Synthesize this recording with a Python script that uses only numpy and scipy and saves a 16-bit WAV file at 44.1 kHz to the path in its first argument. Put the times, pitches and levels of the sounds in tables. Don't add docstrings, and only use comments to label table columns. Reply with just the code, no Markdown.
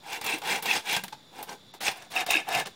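import sys
import numpy as np
from scipy import signal
from scipy.fft import rfft, irfft, next_fast_len
from scipy.io import wavfile
from scipy.ndimage import uniform_filter1d, map_coordinates

SR = 44100
rng = np.random.default_rng(int(sys.argv[2]) if len(sys.argv) > 2 else 0)


def inscribe(sig):
    pcm = np.round(np.clip(np.atleast_2d(sig).T, -1, 1) * 32767)
    wavfile.write(sys.argv[1], SR, pcm.astype(np.int16))


def to_linear_factor(level_db):
    exponent = np.asarray(level_db, float) / 20
    return 10 ** exponent


N = 121275

# (start t/s, fastest t/s, end t/s, level/dB, blade ring level/dB)
STROKES = [(0.0, 0.164, 0.21, -39, -3.5), (0.182, 0.314, 0.42, -35, 2), (0.398, 0.518, 0.64, -31.5, 0.5),
           (0.606, 0.71, 0.84, -33.5, 4), (0.82, 0.933, 1.04, -35, 5.5), (1.293, 1.415, 1.44, -46, -5.5),
           (1.459, 1.504, 1.588, -41, -16), (1.805, 1.869, 1.96, -35, 0), (1.9, 2.005, 2.114, -49, -5),
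           (2.117, 2.198, 2.26, -32, 4), (2.25, 2.341, 2.457, -34.5, 9.5), (2.435, 2.584, 2.6565, -31, 2),
           (2.65, 2.653, 2.71, -42.5, -27)]
# (hiss level/dB, frame shake level/dB, hiss lag t/s)
TEARING = [(-1.5, -2.5, -0.0036), (-1.5, 2, 0.0015), (-2, 2, 0.015), (1, 2.5, 0.031), (2.5, 1, -0.0072),
           (-6.5, 7.5, -0.014), (-5.5, 3.5, -0.00085), (4, -5.5, -0.012), (-4.5, -10, 0.026),
           (-2.5, -5, -0.0093), (2.5, 2.5, -.01), (-3.5, -2, -0.0024), (-5, 6.5, -0.0042)]
# (f/Hz, width f/Hz, level/dB)
TUBE_MODES = [
    [(777, 160, 2), (945, 185, 1), (1580, 158, -8), (345, 135, -11)],
    [(744, 136, 2.5), (1743, 83, 0.5), (330, 36, -12.5)],
]
# (f/Hz, width f/Hz, level/dB)
BLADE_MODES = [
    [(1860, 203, -5.5), (2103, 33, 2), (2336, 144, 0.5), (2680, 77, -1), (2774, 36, 5), (3366, 130, 0.5), (3950, 470, -7.5)],
    [(2134, 160, -3), (2363, 73, -4.5), (2567, 70, -3.5), (2834, 53, -1.5), (3170, 88, -9), (3400, 121, -28), (3690, 92, -4.5)],
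]
# (f/Hz, level/dB per Hz)
GRIT_COLOUR = [(800, -33), (1300, -11.5), (2400, 2), (4200, -14.5), (7000, -23)]
# (f/Hz, level/dB per Hz)
HISS_COLOUR = [(2350, -16), (4000, -11), (5160, 0.5), (5500, -2), (9010, -5.5), (10900, -14.5),
               (15000, -10.5), (16000, -15)]
# (f/Hz, level/dB per Hz)
THUMP_COLOUR = [(20, -33), (60, -26), (120, -12), (180, -5), (330, -8.5), (470, 1.5), (600, -12.5),
                (900, -27)]
# (t/s, peak level/dB, tube knock level/dB, t60 t/s, attack t/s)
CATCHES = [(0.213, -22.5, -9, 0.058, 0.00024), (.2635, -19, -28, 0.051, 0.0006),
           (.418, -27.5, -5, 0.056, 0.00037), (.6242, -23.5, -20, 0.086, 0.00092),
           (.6565, -21.5, -5, 0.088, 0.00046), (.75, -14, -6, 0.15, 0.0057),
           (.9645, -11, -8.5, 0.041, 0.0007), (1.0367, -23, -3, 0.069, 0.00053),
           (1.0808, -28.5, -7, 0.045, 0.00046), (1.1244, -28, -1.5, 0.079, 0.0014),
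           (1.4272, -29, 1, 0.081, 0.00039), (1.4905, -27, 0, 0.077, 0.0012),
           (1.737, -33, 0.5, 0.1, 0.0023), (1.804, -22, -20, 0.22, 0.0067),
           (1.912, -25, 0.5, 0.067, 0.0034), (1.958, -34, -23, 0.081, 0.0023),
           (2.152, -30, 1, 0.11, 0.0016), (2.1, -25.5, -21, 0.39, 0.025),
           (2.264, -21.5, -14, 0.085, 0.00032), (2.3072, -10.5, -9.5, 0.045, 0.00045),
           (2.487, -23.5, 5, 0.064, 0.00049), (2.6583, -23.5, -14, 0.04, 0.00042),
           (2.6684, -24.5, -5.5, 0.064, 0.00083)]
CATCH_SHINE = [-6, 1.5, -14, 7, -1.5, -14, -8, 3.5, -7, -19, 6.5, -15, 0, 0, 3, -6, 3, 0, -1, 2, -2, -12,
               -4]
# (t/s, peak level/dB, brightness level/dB)
SNAGS = [(.121, -35, 0), (.128, -22, -9), (.2424, -21, 3), (.2923, -29, 4), (0.382, -29, 5), (.436, -36, 5),
         (.45, -29, -2), (.4724, -22.5, 2), (0.6807, -24, -10), (.854, -33, -11), (0.8738, -39, 4),
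         (.8939, -19, -9), (.927, -18.5, 2.5), (1.383, -36, -3), (1.528, -35, -17), (1.8313, -23.5, 0),
         (1.843, -33, -8), (1.865, -15.5, -14), (1.881, -10.5, -24), (1.9713, -39.5, 10),
         (2.0218, -30.5, -9), (2.1185, -28.5, -5), (2.205, -20.5, 1), (2.5232, -22, 1), (2.5481, -14, -1),
         (2.5975, -17, -2)]
# (f/Hz, level/dB)
CRACK_COLOUR = [(300, -1), (1500, 0), (3500, 1.5), (8000, -8.5), (12000, -6), (16500, -4.5)]
# (t/s, peak level/dB)
BITES = [(.133, -29), (.327, -23), (.713, -16), (.718, -18), (1.882, -17), (2.165, -17), (2.170, -19),
         (2.176, -19), (2.21, -22), (2.306, -15), (2.321, -18), (2.335, -16), (2.342, -15), (2.356, -14),
         (2.371, -14), (2.377, -20), (2.546, -20), (2.553, -19)]
# (t/s, half length t/s, level/dB, pitch f/Hz)
SINGING = [(.275, 0.014, -32, 2600), (.333, 0.0069, -27, 2650), (0.526, 0.028, -37, 2340),
           (.545, .012, -35, 830), (.66, 0.0045, -31, 825), (0.693, .008, -34, 1920),
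           (.71, 0.017, -26, 2620), (.97, 0.012, -33.5, 1580), (1.41, 0.021, -44.5, 838),
           (1.496, 0.0018, -36, 5710), (1.132, 0.0051, -38, 858), (1.828, 0.0078, -36, 774),
           (1.877, 0.01, -33, 3400), (2.164, 0.011, -35, 3760), (2.183, 0.0072, -29, 2653),
           (2.234, 0.0092, -34.5, 773), (2.292, 0.0028, -26.5, 730), (2.321, 0.026, -33, 3737),
           (2.355, .008, -26.5, 1660), (2.502, 0.016, -32, 763), (2.548, 0.011, -28, 2598),
           (2.579, 0.013, -25.5, 753)]
# (t/s, level/dB, pitch f/Hz, t60 t/s)
JOLTS = [(0.171, -47, 397, 0.16), (0.335, -28, 330, 0.12), (0.619, -43.5, 180, .1),
         (0.967, -41, 183.3, 0.33), (1.031, -42.5, 190, 0.19), (1.125, -50, 133.4, 0.24),
         (1.745, -30.5, 348, 0.027), (2.349, -28.5, 320, .15), (2.358, -42, 196, 0.1),
         (2.551, -39.5, 140, 0.37)]
# (f/Hz, width f/Hz, click rate f/Hz, level/dB)
CRICKETS = [
    (3520, 310, 110, -61.5),
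    (3930, 340, 160, -65.5),
    (5600, 590, 150, -74),
    (7000, 260, 72, -72.5),
    (4600, 700, 110, -69.5),
]
# (f/Hz, level/dB per Hz)
NIGHT_COLOUR = [(15, -33), (40, -25), (100, -7.5), (170, -4), (650, -12.5), (2500, -19), (5500, -22),
                (6100, -28), (16000, -31.5)]
# (t/s, above f/Hz)
DUCKED_HIGHS = [(.623, 9000), (1.035, 11000), (1.734, 7000), (1.803, 4300), (2.262, 6500), (2.658, 7000)]
OPEN_ATTACKS = [.628, 1.04, 1.431]


def unit(x):
    return x / np.sqrt(np.mean(x ** 2) + 1e-20)


def wobble(rate):
    knots = rng.standard_normal(int(N * rate / SR) + 4)
    return map_coordinates(knots, [np.arange(N) * rate / SR])


def filtered(x, response):
    m = next_fast_len(N + SR // 2)
    return irfft(rfft(x, m) * response(np.fft.rfftfreq(m, 1 / SR)), m)[..., :N]


def colour(points):
    f, db = np.transpose(points)
    return lambda hz: to_linear_factor(np.interp(np.log(hz + 1), np.log(f + 1), db))


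def body(peaks):
    def response(f):
        total = 0
        for k, (centre, width, db) in enumerate(peaks):
            damping = 1j * f * width
            total = total + (-1) ** k * to_linear_factor(db) * damping / (centre ** 2 - f ** 2 + damping)
        return total
    return response


def through(x, pair):
    deep = np.arange(N) > 1.97 * SR
    shallow_ring = filtered(x * ~deep, body(pair[0]))
    return shallow_ring + filtered(x * deep, body(pair[1]))


def patchy(x):
    z = signal.stft(x, nperseg=256)[2]
    field = uniform_filter1d(rng.standard_normal(z.shape), size=5, axis=0)
    field = uniform_filter1d(field, size=3, axis=1)
    return unit(signal.istft(z * to_linear_factor(4.5 * unit(field)), nperseg=256)[1][:N])


def effort(power, extra_db=0, lag=0):
    rise, fall = 1.39, 2.13
    t, gain = np.arange(N) / SR, np.zeros(N)
    each = np.zeros(len(STROKES))
    for (start, top, end, db, _), more, late in zip(STROKES, extra_db + each, lag + each):
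        top = np.clip(top + late, start + 0.0033, end - .003)
        speed = np.sin(np.pi / 2 * np.interp(t, [start, top, end], [0, 1, 0]))
        gain += to_linear_factor(db + more) * speed ** (power * np.where(t < top, rise, fall))
    return gain


def teeth():
    teeth_per_s, scatter_db, surge_db, surges_per_s = 1100, 1, 0.92, 130
    hit = rng.random(N) < teeth_per_s / SR
    size = to_linear_factor(scatter_db * np.clip(rng.standard_normal(N), -3, 1))
    sign = np.sign(rng.standard_normal(N))
    shower = unit(unit(hit * size * sign) + 0.96 * rng.standard_normal(N))
    return shower * to_linear_factor(surge_db * wobble(surges_per_s))


def hollow_tube(strikes):
    notch = body([(590, 150, 0)])
    ring = through(strikes * effort(1), TUBE_MODES)
    return filtered(ring, lambda f: 1 - 0.32 * notch(f)) / np.std(through(strikes, TUBE_MODES))


def steel_blade(strikes):
    ring_db = np.transpose(STROKES)[-1]
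    ring = through(teeth() * effort(1.55, ring_db), BLADE_MODES)
    return ring / np.std(through(strikes, BLADE_MODES))


def tearing(strikes):
    hiss_db, _, lag = np.transpose(TEARING)
    grit_gain = to_linear_factor(-2 + 1.8 * wobble(70)) * effort(1.55, hiss_db, lag / 2)
    grit = grit_gain * patchy(filtered(strikes, colour(GRIT_COLOUR)))
    hiss_gain = to_linear_factor(-5 + 0.55 * wobble(45.35)) * effort(1.6, hiss_db, lag)
    hiss = hiss_gain * patchy(filtered(strikes, colour(HISS_COLOUR)))
    return grit + hiss


def frame_shake():
    shake_db = np.transpose(TEARING)[1]
    return to_linear_factor(-10.5) * effort(0.93, shake_db, 0.021) * unit(filtered(teeth(), colour(THUMP_COLOUR)))


def saw():
    strikes = teeth()
    return hollow_tube(strikes) + steel_blade(strikes) + tearing(strikes) + frame_shake()


def catches():
    snag_knock_db, snag_t60_s, snag_attack_s = -23.5, 0.048, 0.0009
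    tick_db, tick_t60_s, shine_hz = -2.5, 0.022, 9200
    tick, tear, knock = np.zeros((3, N))
    t = np.arange(SR // 16) / SR
    events = CATCHES + [(s, db, snag_knock_db, snag_t60_s, snag_attack_s) for s, db, _ in SNAGS]
    brightness = CATCH_SHINE + [snag[2] for snag in SNAGS]

    shine = np.ones(N)
    for s, db in sorted(zip([event[0] for event in events], brightness)):
        shine[round(s * SR) - 40:] = to_linear_factor(db)

    for s, db, knock_db, t60, attack in events:
        tear_noise, knock_noise, tick_noise = rng.standard_normal((3, len(t)))
        here = slice(round(s * SR), round(s * SR) + len(t))
        fade = to_linear_factor(db - 60 * t / t60) * (1 - np.exp(-t / attack))
        sharpness = np.exp(-attack / 0.00073)
        tick[here] += to_linear_factor(db + tick_db - 60 * t / tick_t60_s) * tick_noise * sharpness
        tear[here] += fade * tear_noise
        knock[here] += to_linear_factor(knock_db + 8.0) * fade * knock_noise

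    bright_tick = filtered(tick, lambda hz: 1j * hz / (5000 + 1j * hz))
    burst = bright_tick + to_linear_factor(-4.0) * filtered(tear, colour(CRACK_COLOUR))
    high = filtered(burst, lambda hz: 1 / (1 + (shine_hz / (hz + 1)) ** 6))
    return burst + (shine - 1) * high + through(knock, TUBE_MODES)


def squeals():
    out, t = np.zeros(N), np.arange(N) / SR
    for s, db in BITES:
        low_phase, high_phase, detune = 2 * np.pi * rng.random(3)
        hz = 2615 * (1 + .02 * np.sin(detune))
        tone = np.sin(2 * np.pi * hz * t + low_phase)
        tone += 0.19 * np.sin(2 * np.pi * 1.4 * hz * t + high_phase)
        out += to_linear_factor(db) * np.exp(-.5 * ((t - s) / 0.0012) ** 2) * tone
    return out


def singing():
    out, u = np.zeros(N), np.arange(-SR // 16, SR // 16) / SR
    for s, half, db, hz in SINGING:
        roughness = .065 * np.cumsum(rng.standard_normal(len(u)))
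        tone = np.sin(2 * np.pi * hz * u + roughness)
        out[round(s * SR) - SR // 16:][:len(u)] += to_linear_factor(db) * np.exp(-.5 * (u / half) ** 2) * tone
    return out * to_linear_factor(4 * wobble(150))


def frame_jolts():
    out, t = np.zeros(N), np.arange(SR // 6) / SR
    onset = 1 - np.exp(-(t / 0.0052) ** 2)
    for s, db, hz, t60 in JOLTS:
        phase = 2 * np.pi * hz * t + 0.034 * np.cumsum(rng.standard_normal(len(t)))
        out[round(s * SR):][:len(t)] += to_linear_factor(db - 60 * t / t60) * onset * np.sin(phase)
    return out


def yard(x):
    t60_s, level_db, low_hz = 0.29, -12.5, 606
    t, out = np.arange(SR // 3) / SR, np.zeros(N)
    part = np.arange(N) // (SR // 5) % 4
    for k in range(4):
        tail = rng.standard_normal(len(t)) * to_linear_factor(-60 * t / t60_s)
        out += signal.fftconvolve(x * (part == k), tail / np.linalg.norm(tail))[:N]
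    return to_linear_factor(level_db) * filtered(out, lambda hz: hz / (hz + low_hz))


def crickets():
    out = np.zeros(N)
    for hz, width, rate, db in CRICKETS:
        cycles = np.cumsum(rate * (1 + .01 * wobble(10))) / SR
        clicks = np.diff(np.floor(cycles), prepend=0)
        drive = unit(clicks * to_linear_factor(0.62 * wobble(53))) + 1.4 * rng.standard_normal(N)
        wing = body([(hz, width, 0)])
        trill = unit(filtered(drive, lambda f: wing(f) ** 2))
        out += to_linear_factor(db + 0.62 * wobble(8.4)) * trill
    return out


def night_hum():
    hum = unit(filtered(rng.standard_normal(N), colour(NIGHT_COLOUR)))
    return to_linear_factor(-58 + 0.23 * wobble(32)) * hum


def scene():
    low_cut_hz = 90
    work = saw() + catches() + squeals() + singing()
    work = filtered(work, lambda hz: (1j * hz / (low_cut_hz + 1j * hz)) ** 2)
    return (work + yard(work) + frame_jolts() + crickets() + night_hum())[None]


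def holes(x):
    above_hz, threshold, depth_db = 10370, 0.66, -28
    hz, s, z = signal.stft(x, SR, nperseg=512)
    field = uniform_filter1d(rng.standard_normal(z.shape[1:]), size=7, axis=0)
    field = unit(uniform_filter1d(field, size=2, axis=1))
    field = field + np.interp(s, [1.6, 1.9], [-.4, .3])
    thin = (hz[:, None] > above_hz) / (1 + np.exp(-4 * (field - threshold)))
    return signal.istft(z * to_linear_factor(depth_db * thin), SR, nperseg=512)[1][:, :N]


def top_cut(x):
    return signal.sosfilt(signal.butter(12, 16970, fs=SR, output="sos"), x)


def record(dry):
    top_hz, offset = 15860, -0.00052
    t = np.arange(N) / SR
    for s, low_hz in DUCKED_HIGHS:
        dip = np.interp(t - s, [-.016, -.011, -.001, 0], [0, 1, 1, 0])
        dry = dry - dip * filtered(dry, lambda hz: 1 / (1 + (low_hz / (hz + 1)) ** 16))
    narrow = filtered(holes(dry), lambda hz: 1 / (1 + (hz / top_hz) ** 200))
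    wide = sum(np.exp(-.5 * ((t - s) / .003) ** 2) for s in OPEN_ATTACKS)
    top = filtered(dry * wide, lambda hz: (hz > top_hz) * (hz < 16800))
    mix = offset + narrow + to_linear_factor(-13) * top
    return top_cut(mix)


dry = scene()
out = record(dry)
inscribe(out)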